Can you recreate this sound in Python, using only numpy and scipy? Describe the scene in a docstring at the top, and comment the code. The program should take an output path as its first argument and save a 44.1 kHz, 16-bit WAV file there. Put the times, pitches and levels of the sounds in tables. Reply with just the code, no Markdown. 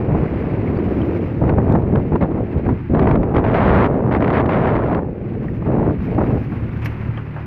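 """A small motorboat idles in a choppy harbour; gusts buffet the microphone.
At first a light flow rumbles over engine hum, washing water and drips. Short gusts follow from 1.4 s.
From 3 to 5 s the wind is strongest: it roars and, at its hardest, rasps across the microphone port.
Lighter gusts pass around 6 s. Then the wind drops, the engine grows louder and wavelets slap the hull."""
import sys
import numpy as np
from scipy import signal
from scipy.fft import rfft, irfft, next_fast_len
from scipy.io import wavfile
from scipy.ndimage import uniform_filter1d, minimum_filter1d, map_coordinates

SR = 44100
rng = np.random.default_rng(int(sys.argv[2]) if len(sys.argv) > 2 else 0)


def wav_record(signal):
    """Record a signal, one row per channel, as 16-bit PCM in the file named by sys.argv[1]."""
    frames = np.transpose(np.atleast_2d(signal))
    bounded = np.clip(frames, -1, 1)
    # unit amplitude maps onto the largest positive 16-bit level
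    quanta = np.round(bounded * 32767).astype(np.int16)
    wavfile.write(sys.argv[1], SR, quanta)


N = 328986
TIME = np.arange(N) / SR
HARD_DB = -20.5  # wind strength at which buffeting turns into a roar

# water along the hull: (time [s], relative level [dB])
WASH_LEVEL = [(0, -46.5), (.6, -45), (1.15, -44.5), (1.6, -52), (2.4, -52), (2.6, -49.5), (2.85, -51.5),
              (4, -55.5), (5.1, -56), (5.5, -51.5), (5.8, -51), (6.05, -47), (6.29, -44.5), (6.46, -47),
              (6.65, -46.5), (6.9, -45.5), (7.46, -48.5)]
# foam and spray: (frequency [Hz], density [dB])
FOAM_SPECTRUM = [(2500, -20.5), (4000, -1.5), (5200, 0), (6500, -6.5), (7800, -19), (9400, -22),
                 (11000, -6), (14000, -6.5)]
# flow tearing off the port: (frequency [Hz], density [dB])
TEAR_SPECTRUM = [(300, -20.5), (900, 6.5), (1400, 2), (2100, -3.5), (3300, -19.5), (4800, -34.5),
                 (6000, -47.5), (8000, -76.5)]
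# gusts: (start [s], hold [s], rumble [dB], strength [dB])
GUSTS = [(0.081, 0.155, -17, -24.7), (1.411, 0.13, -14.5, -23.5), (1.572, 0.041, -15, -24),
         (1.673, 0.092, -13, -22.5), (1.919, 0.079, -15, -24.5), (2.118, 0.035, -14, -22),
         (2.207, 0.032, -16.5, -19), (2.287, 0.14, -20.5, -26), (2.53, 0.065, -17, -28),
         (2.654, 0.07, -15, -26.5), (2.898, 0.32, -14.5, -27.5), (2.935, .22, -15.5, -19.5),
         (3.339, .05, -13.5, -18), (3.437, 0.12, -18, -17.5), (3.539, 0.316, -15, -15),
         (4.109, 0.061, -17.5, -18), (4.2, 0.16, -17.5, -18), (4.324, 0.075, -21.5, -14),
         (4.496, 0.27, -18.5, -17), (4.786, .2, -20, -21), (5.658, 0.25, -17, -22.5),
         (6.068, 0.1, -20, -29), (6.178, 0.059, -17, -22), (6.25, 0.12, -17.5, -26.5),
         (7.039, 0.06, -23.5, -41)]


def amp(db):
    """Decibels to gain."""
    return 10 ** (np.asarray(db) / 20)


def unit(x):
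    """Scale to rms 1."""
    return x / np.sqrt(np.mean(x ** 2) + 1e-20)


def knee(x):
    """Soft bend: zero far below 0, x far above."""
    return np.logaddexp(0, x)


def step(x):
    """Soft step from 0 to 1."""
    return (1 + np.tanh(x)) / 2


def curves(rows):
    """Per-sample curve for each column after the time."""
    s, *cols = np.transpose(rows)
    return [np.interp(TIME, s, c) for c in cols]


def wobble(rate_hz):
    """Smooth random curve, rate_hz knots a second."""
    return map_coordinates(rng.standard_normal(N // 20), [TIME * rate_hz + 4], mode="mirror")


def filtered(x, response):
    """Apply a frequency response."""
    m = next_fast_len(N + 8192)
    return irfft(rfft(x, m) * response(np.fft.rfftfreq(m, 1 / SR)), m)[:N]


def coloured(x, spectrum):
    """Shape by (Hz, dB) points on a log axis, to rms 1."""
    f, db = np.transpose(spectrum)
    return unit(filtered(x, lambda hz: amp(np.interp(np.log(hz + 1), np.log(f), db))))


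def noise(spectrum, flutter_db=0):
    """Noise, level-modulated, then coloured."""
    return coloured(rng.standard_normal(N) * amp(flutter_db), spectrum)


def sustained(x, span_s):
    """Even out swells slower than span_s."""
    window = signal.windows.hann(int(span_s * SR) + 3)
    return x / np.sqrt(np.abs(signal.fftconvolve(x * x, window / window.sum(), "same")) + 1e-6)


def swell(s, decay_s, rise_s):
    """Quick rise at time s; the power then falls with time constant decay_s."""
    t = TIME - s
    return np.exp(-np.abs(t) / (2 * decay_s)) * step(t / rise_s + 1)


def engine(throb_db=3, jitter=.004):
    """Low exhaust orders, the third strongest, over a hull rattle that throbs with each firing."""
    # idle: (time [s], firing rate [Hz], level [dB])
    idle = [(0, 36.39, -30), (2.5, 36.09, -34), (5.2, 36.2, -38), (6, 36.85, -35.5), (6.75, 36.97, -25),
            (7.46, 37.33, -27.5)]
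    # exhaust: (order [x firing rate], relative level [dB])
    orders = [(1, -18), (2, -4.5), (3, 0.5), (4, -6.5), (5, -17)]
    # hull rattle: (frequency [Hz], density [dB])
    rattle_spectrum = [(40, -17.5), (100, 3), (200, 8), (300, 1), (500, -21.5), (3000, -56.5)]
    firing_hz, level_db = curves(idle)
    phase = 2 * np.pi * np.cumsum(firing_hz * (1 + jitter * wobble(7))) / SR
    hum = sum(amp(db + 3.2 * wobble(9.9)) * np.sin(round(k) * phase + rng.uniform(0, 2 * np.pi))
              for k, db in orders)
    rattle = noise(rattle_spectrum, throb_db * np.sin(phase))
    return amp(level_db) * (unit(hum) + amp(-11.5) * rattle)


def wash(ripple_db=1, splatter_db=1.4, fizz_db=1.5, crackle_db=2.0, light_foam_db=-27.5):
    """Countless small bubbles and a little foam splatter unevenly; bigger waves break and fizz."""
    # breaking waves: (crest [s], length [s], foam level [dB])
    breakers = [(1.098, 0.57, -68.5), (5.51, .16, -71.5), (6.048, 0.051, -69.5), (6.351, .3, -66.5),
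                (6.901, .23, -70.5)]
    # bubbling water: (frequency [Hz], density [dB])
    water_spectrum = [(150, -9.5), (500, 1), (900, 6), (1500, 2.5), (2100, 1.5), (2650, -3.5), (3400, -18),
                      (4500, -24.5), (7600, -48)]
    wash_db, = curves(WASH_LEVEL)
    breaking = sum(amp(db) / np.cosh(2 * (TIME - s) / length_s) for s, length_s, db in breakers)
    chop_db = ripple_db * wobble(5.3) + splatter_db * wobble(55)
    water = amp(wash_db + 6) * noise(water_spectrum, fizz_db * wobble(900))
    foam_gain = np.hypot(amp(wash_db + light_foam_db), breaking)
    foam = foam_gain * noise(FOAM_SPECTRUM, crackle_db * wobble(700))
    return amp(chop_db) * (water + foam)


def drops(t60_s=0.021, attack_s=0.0022, chirp=0.93, quiver_rad=0.51, count=170):
    """Each drop traps a quivering bubble whose pitch rises as it dies; small ones patter in the wash."""
    # distinct drops: (time [s], pitch [Hz], relative level [dB])
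    distinct = [(.28, 2050, -35), (.675, 2170, -33.5), (.772, 4550, -54), (1.016, 3070, -40.5),
                (5.483, 1870, -34), (7.173, 3080, -40.5)]
    when, pitch, size = rng.random((count, 3)).T
    times_s, pitches_hz = when * N / SR, 1300 * 3.5 ** pitch
    # small drops follow the waves; the highest are faintest
    wash_db = np.interp(times_s, TIME, curves(WASH_LEVEL)[0])
    levels_db = wash_db - 2.5 - 0.9 * np.log(size + .05) - 20 * pitch ** 2
    out, t = np.zeros(N + SR), np.arange(SR // 10) / SR
    quiver = quiver_rad * wobble(700)
    for s, hz, db in [*distinct, *zip(times_s, pitches_hz, levels_db)]:
        at = round(s * SR) + np.arange(len(t))
        phase = 2 * np.pi * hz * t * (1 + chirp * t) + quiver.take(at, mode="wrap")
        envelope = amp(db + 14 - 60 * t / t60_s) * (1 - np.exp(-t / attack_s))
        out[at] += envelope * np.sin(phase)
    return out[:N]


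def slaps(rise_s=0.001):
    """Wavelets hit the hull with a hollow slap and a bright splash; the biggest throws spray ahead."""
    # wavelets: (time [s], slap [dB], splash [dB], decay [s])
    wavelets = [(6.522, -32.5, -49, 0.01), (6.82, -39, -38.5, 0.042), (6.859, -34, -25, .003),
                (7.175, -30, -43, 0.0088), (7.363, -28.5, -48, .012)]
    # hissing spray: (time [s], level [dB], decay [s])
    sprays = [(6.773, -56, .0012), (6.848, -43, .004), (6.858, -40, 0.0027)]
    # slap and splash: (frequency [Hz], density [dB])
    slap_spectrum = [(200, -13), (500, 8), (950, 7.5), (1600, 0.5), (7000, -58)]
    splash_spectrum = [(900, -9.5), (2000, 4), (2750, 1.5), (3700, -21), (12000, -43.5)]
    slap, splash = noise(slap_spectrum), sustained(noise(splash_spectrum), span_s=.004)
    hits = sum(swell(s, decay_s, rise_s) * (amp(slap_db) * slap + amp(splash_db) * splash)
               for s, slap_db, splash_db, decay_s in wavelets)
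    spray = sum(amp(db) * swell(s, decay_s, rise_s) for s, db, decay_s in sprays)
    return hits + spray * noise(FOAM_SPECTRUM)


def gust(start_s, hold_s, attack_s=0.003, release_s=0.034):
    """Envelope of one gust, 0 to 1."""
    age_s = TIME - start_s
    return step(age_s / attack_s) * np.exp(-np.maximum(age_s - hold_s, 0) / release_s)


def flow(waver_db=.5):
    """Wind rumble and strength in dB: the breeze, or the strongest gust that overtakes it."""
    # breeze: (time [s], large-eddy rumble [dB], strength [dB])
    breeze = [(0, -23.5, -27), (.35, -21.5, -28), (1.1, -21, -26.5), (1.33, -22.5, -31.5),
              (1.7, -16.5, -23.5), (2.1, -22.5, -32.5), (2.5, -29, -30), (2.72, -22, -35),
              (2.85, -29.5, -64.5), (3.05, -22, -26), (3.9, -20, -21.5), (4.1, -18.5, -22.5),
              (4.92, -19.5, -19), (5.15, -29.5, -35), (5.45, -22, -32), (5.6, -22.5, -39),
              (6.55, -22.5, -37.5), (6.8, -26.5, -41.5), (7.46, -37.5, -48)]
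    rumble, strength = amp(curves(breeze))
    for start_s, hold_s, rumble_db, strength_db in GUSTS:
        shape = gust(start_s, hold_s)
        rumble = np.maximum(rumble, amp(rumble_db) * shape)
        strength = np.maximum(strength, amp(strength_db) * shape)
    return 20 * np.log10([rumble, strength]) + waver_db * wobble(22)


def hollow(centre_hz=330, width_hz=160):
    """A narrow wind resonance that stands out in smooth flow."""
    # hollow note: (time [s], level [dB])
    levels = [(0, -33.5), (.65, -33.5), (.8, -25.5), (1.17, -24), (1.32, -34.5), (7.46, -43.5)]
    band = filtered(rng.standard_normal(N), lambda hz: (1 + (2 * (hz - centre_hz) / width_hz) ** 2) ** -2)
    return amp(curves(levels)[0]) * sustained(unit(band), span_s=0.13)


def cracks(decay_s=0.00034, rise_s=0.00027):
    """The sharpest gust fronts overload the microphone: one broadband tick each."""
    # overloads: (time [s], level [dB])
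    overloads = [(1.7239, -31), (3.091, -34.5), (4.151, -33)]
    # tick: (frequency [Hz], density [dB])
    spectrum = [(2000, 2), (4800, -13.5), (9000, -28.5), (14000, -27.5)]
    ticks = sum(amp(db) * swell(s, decay_s, rise_s) for s, db in overloads)
    return ticks * sustained(noise(spectrum), span_s=.002)


def bursts(excess_db, small_per_s=9, small_peak_s=0.0068, spread_db=3):
    """Eddies burst on the port: hard ones thump and snap; small random thumps grow with the wind."""
    # hardest eddies: (time [s], thump [dB], snap [dB])
    hardest = [(0.151, -17.5, -52), (0.335, -29, -48), (1.418, -20, -46), (1.439, -17, -34),
               (1.495, -12, -18.5), (1.584, -12, -43), (1.753, -5.5, -23.5), (1.958, -18.5, -23.5),
               (2.159, -16.5, -27), (2.225, -22, -26), (2.666, -20, -29.5), (2.691, -15, -33),
               (2.95, -18.5, -20.5), (2.995, -22, -15), (3.028, -19.5, -26.5), (3.074, -13, -19),
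               (3.113, -12, -16), (3.157, -19, -22), (3.233, -19, -26.5), (3.366, -25, -15.5),
               (4.125, -20, -24), (4.151, -16, -18.5), (4.224, -20.5, -18), (4.245, -19, -21),
               (4.28, -30, -18), (4.304, -21, -17.5), (4.46, -17, -20.5), (4.494, -14, -16),
               (4.93, -15, -25.5), (4.949, -22, -22), (5.624, -23.5, -48), (6.183, -11, -34),
               (6.214, -15, -33.5), (6.308, -20.5, -45)]
    # dull thump: (frequency [Hz], density [dB])
    thump_spectrum = [(80, -3.5), (300, 9.5), (800, 7.5), (1300, -5.5), (3000, -37.5), (5000, -69)]
    small_db = np.minimum(-25 + 1.4 * excess_db, -22) + spread_db * rng.standard_normal(N)
    impulses = (rng.random(N) < small_per_s / SR) * amp(small_db)
    age = np.arange(SR // 20) / (small_peak_s * SR)
    small = signal.fftconvolve(impulses, (age * np.exp(1 - age)) ** 2)[:N]
    hard = sum(amp(db) * swell(s, decay_s=0.003, rise_s=0.0026) for s, db, _ in hardest)
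    snaps = sum(amp(db) * swell(s, decay_s=.0016, rise_s=0.0024) for s, _, db in hardest)
    thumps = (small + hard) * sustained(noise(thump_spectrum), span_s=0.0094)
    return thumps + snaps * sustained(noise(TEAR_SPECTRUM), span_s=0.0071)


def buffet(strength_db, rumble_db, flutter_db):
    """Light flow buffets the case; this levels off as the roar takes over, later with large eddies."""
    # buffeting: (frequency [Hz], density [dB])
    spectrum = [(80, -28), (200, -2.5), (340, 1), (450, -2), (600, -9.5), (850, -20), (1300, -53),
                (2500, -84)]
    limit_db = -26 + 0.48 * (rumble_db - HARD_DB)
    level_db = strength_db + 4 - knee(strength_db - limit_db)
    return amp(level_db) * sustained(noise(spectrum, 0.56 * flutter_db), span_s=0.093)


def roar(excess_db, flutter_db, base_db=-24, growth=0.93, onset_db=-3):
    """The roar grows with wind strength and drops steeply below its onset."""
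    # roar: (frequency [Hz], density [dB])
    spectrum = [(150, -22.5), (400, -0.5), (650, 1.5), (950, -5), (1400, -15), (2000, -24.5), (3000, -47.5),
                (5000, -84)]
    level_db = base_db + growth * excess_db - 1.4 * knee(onset_db - excess_db)
    return amp(level_db) * sustained(noise(spectrum, flutter_db), span_s=0.02)


def rasp(eddies_db, excess_db, steady, base_db=-39, growth=3.37, top_db=-23.5, merge_db=-30):
    """Fast eddies tear the flow off the port: single spits that merge in a hard, steady gust."""
    level_db = np.minimum(base_db + growth * excess_db, top_db)
    speed = unit(unit(eddies_db) + 0.16 * wobble(110))
    threshold = np.clip((merge_db - level_db) / 7, -1.1, 1.1)
    torn = .3 + .7 * steady + step(3 * (speed - threshold))
    spits = coloured(rng.standard_normal(N) * torn, TEAR_SPECTRUM)
    return amp(level_db) * sustained(spits, span_s=0.021)


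def wind(churn_db=2, flicker_db=5.5, smooth_db=-19.5, settle=0.27, long_gust_s=.25):
    """The stronger the gust, the smaller its eddies and the higher the noise reaches."""
    # large-eddy rumble: (frequency [Hz], density [dB])
    rumble_spectrum = [(12, -29), (25, -15), (45, -10.5), (75, -3.5), (125, -2.5), (200, -5), (300, -11.5),
                       (450, -30), (1200, -96.5)]
    rumble_db, strength_db = flow()
    excess_db = strength_db - HARD_DB
    steady = sum(gust(s, hold_s) for s, hold_s, _, db in GUSTS if hold_s > long_gust_s and db > HARD_DB)
    # eddies chop the upper layers together, less in light or steady flow
    eddies_db = churn_db * wobble(75) + flicker_db * wobble(260)
    depth = 0.91 + 0.18 * step((strength_db - smooth_db) / 2)
    flutter_db = eddies_db * depth * (1 - settle * steady)
    rumble = amp(rumble_db) * sustained(noise(rumble_spectrum), span_s=0.42)
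    low = rumble + hollow() + buffet(strength_db, rumble_db, flutter_db)
    return low + roar(excess_db, flutter_db) + rasp(eddies_db, excess_db, steady) + bursts(excess_db)


def scene(fade_in_s=0.0032):
    """Wind on the microphone over boat and water, mono."""
    mix = wind() + cracks() + engine() + wash() + drops() + slaps()
    return (mix * np.minimum(1, TIME / fade_in_s))[None]


def limited(x, ceiling=.69, smooth_samples=120):
    """A fast limiter ducks the hardest pressure peaks."""
    needed = np.minimum(1, ceiling / (np.abs(x) + 1e-9))
    gain = minimum_filter1d(needed, 2 * smooth_samples)
    return x * uniform_filter1d(uniform_filter1d(gain, smooth_samples), smooth_samples)


def record(dry):
    """Peak limiter, then a 14.1 kHz band limit."""
    return np.array([filtered(limited(x), lambda hz: hz < 14100) for x in dry])


dry = scene()
out = record(dry)
wav_record(out)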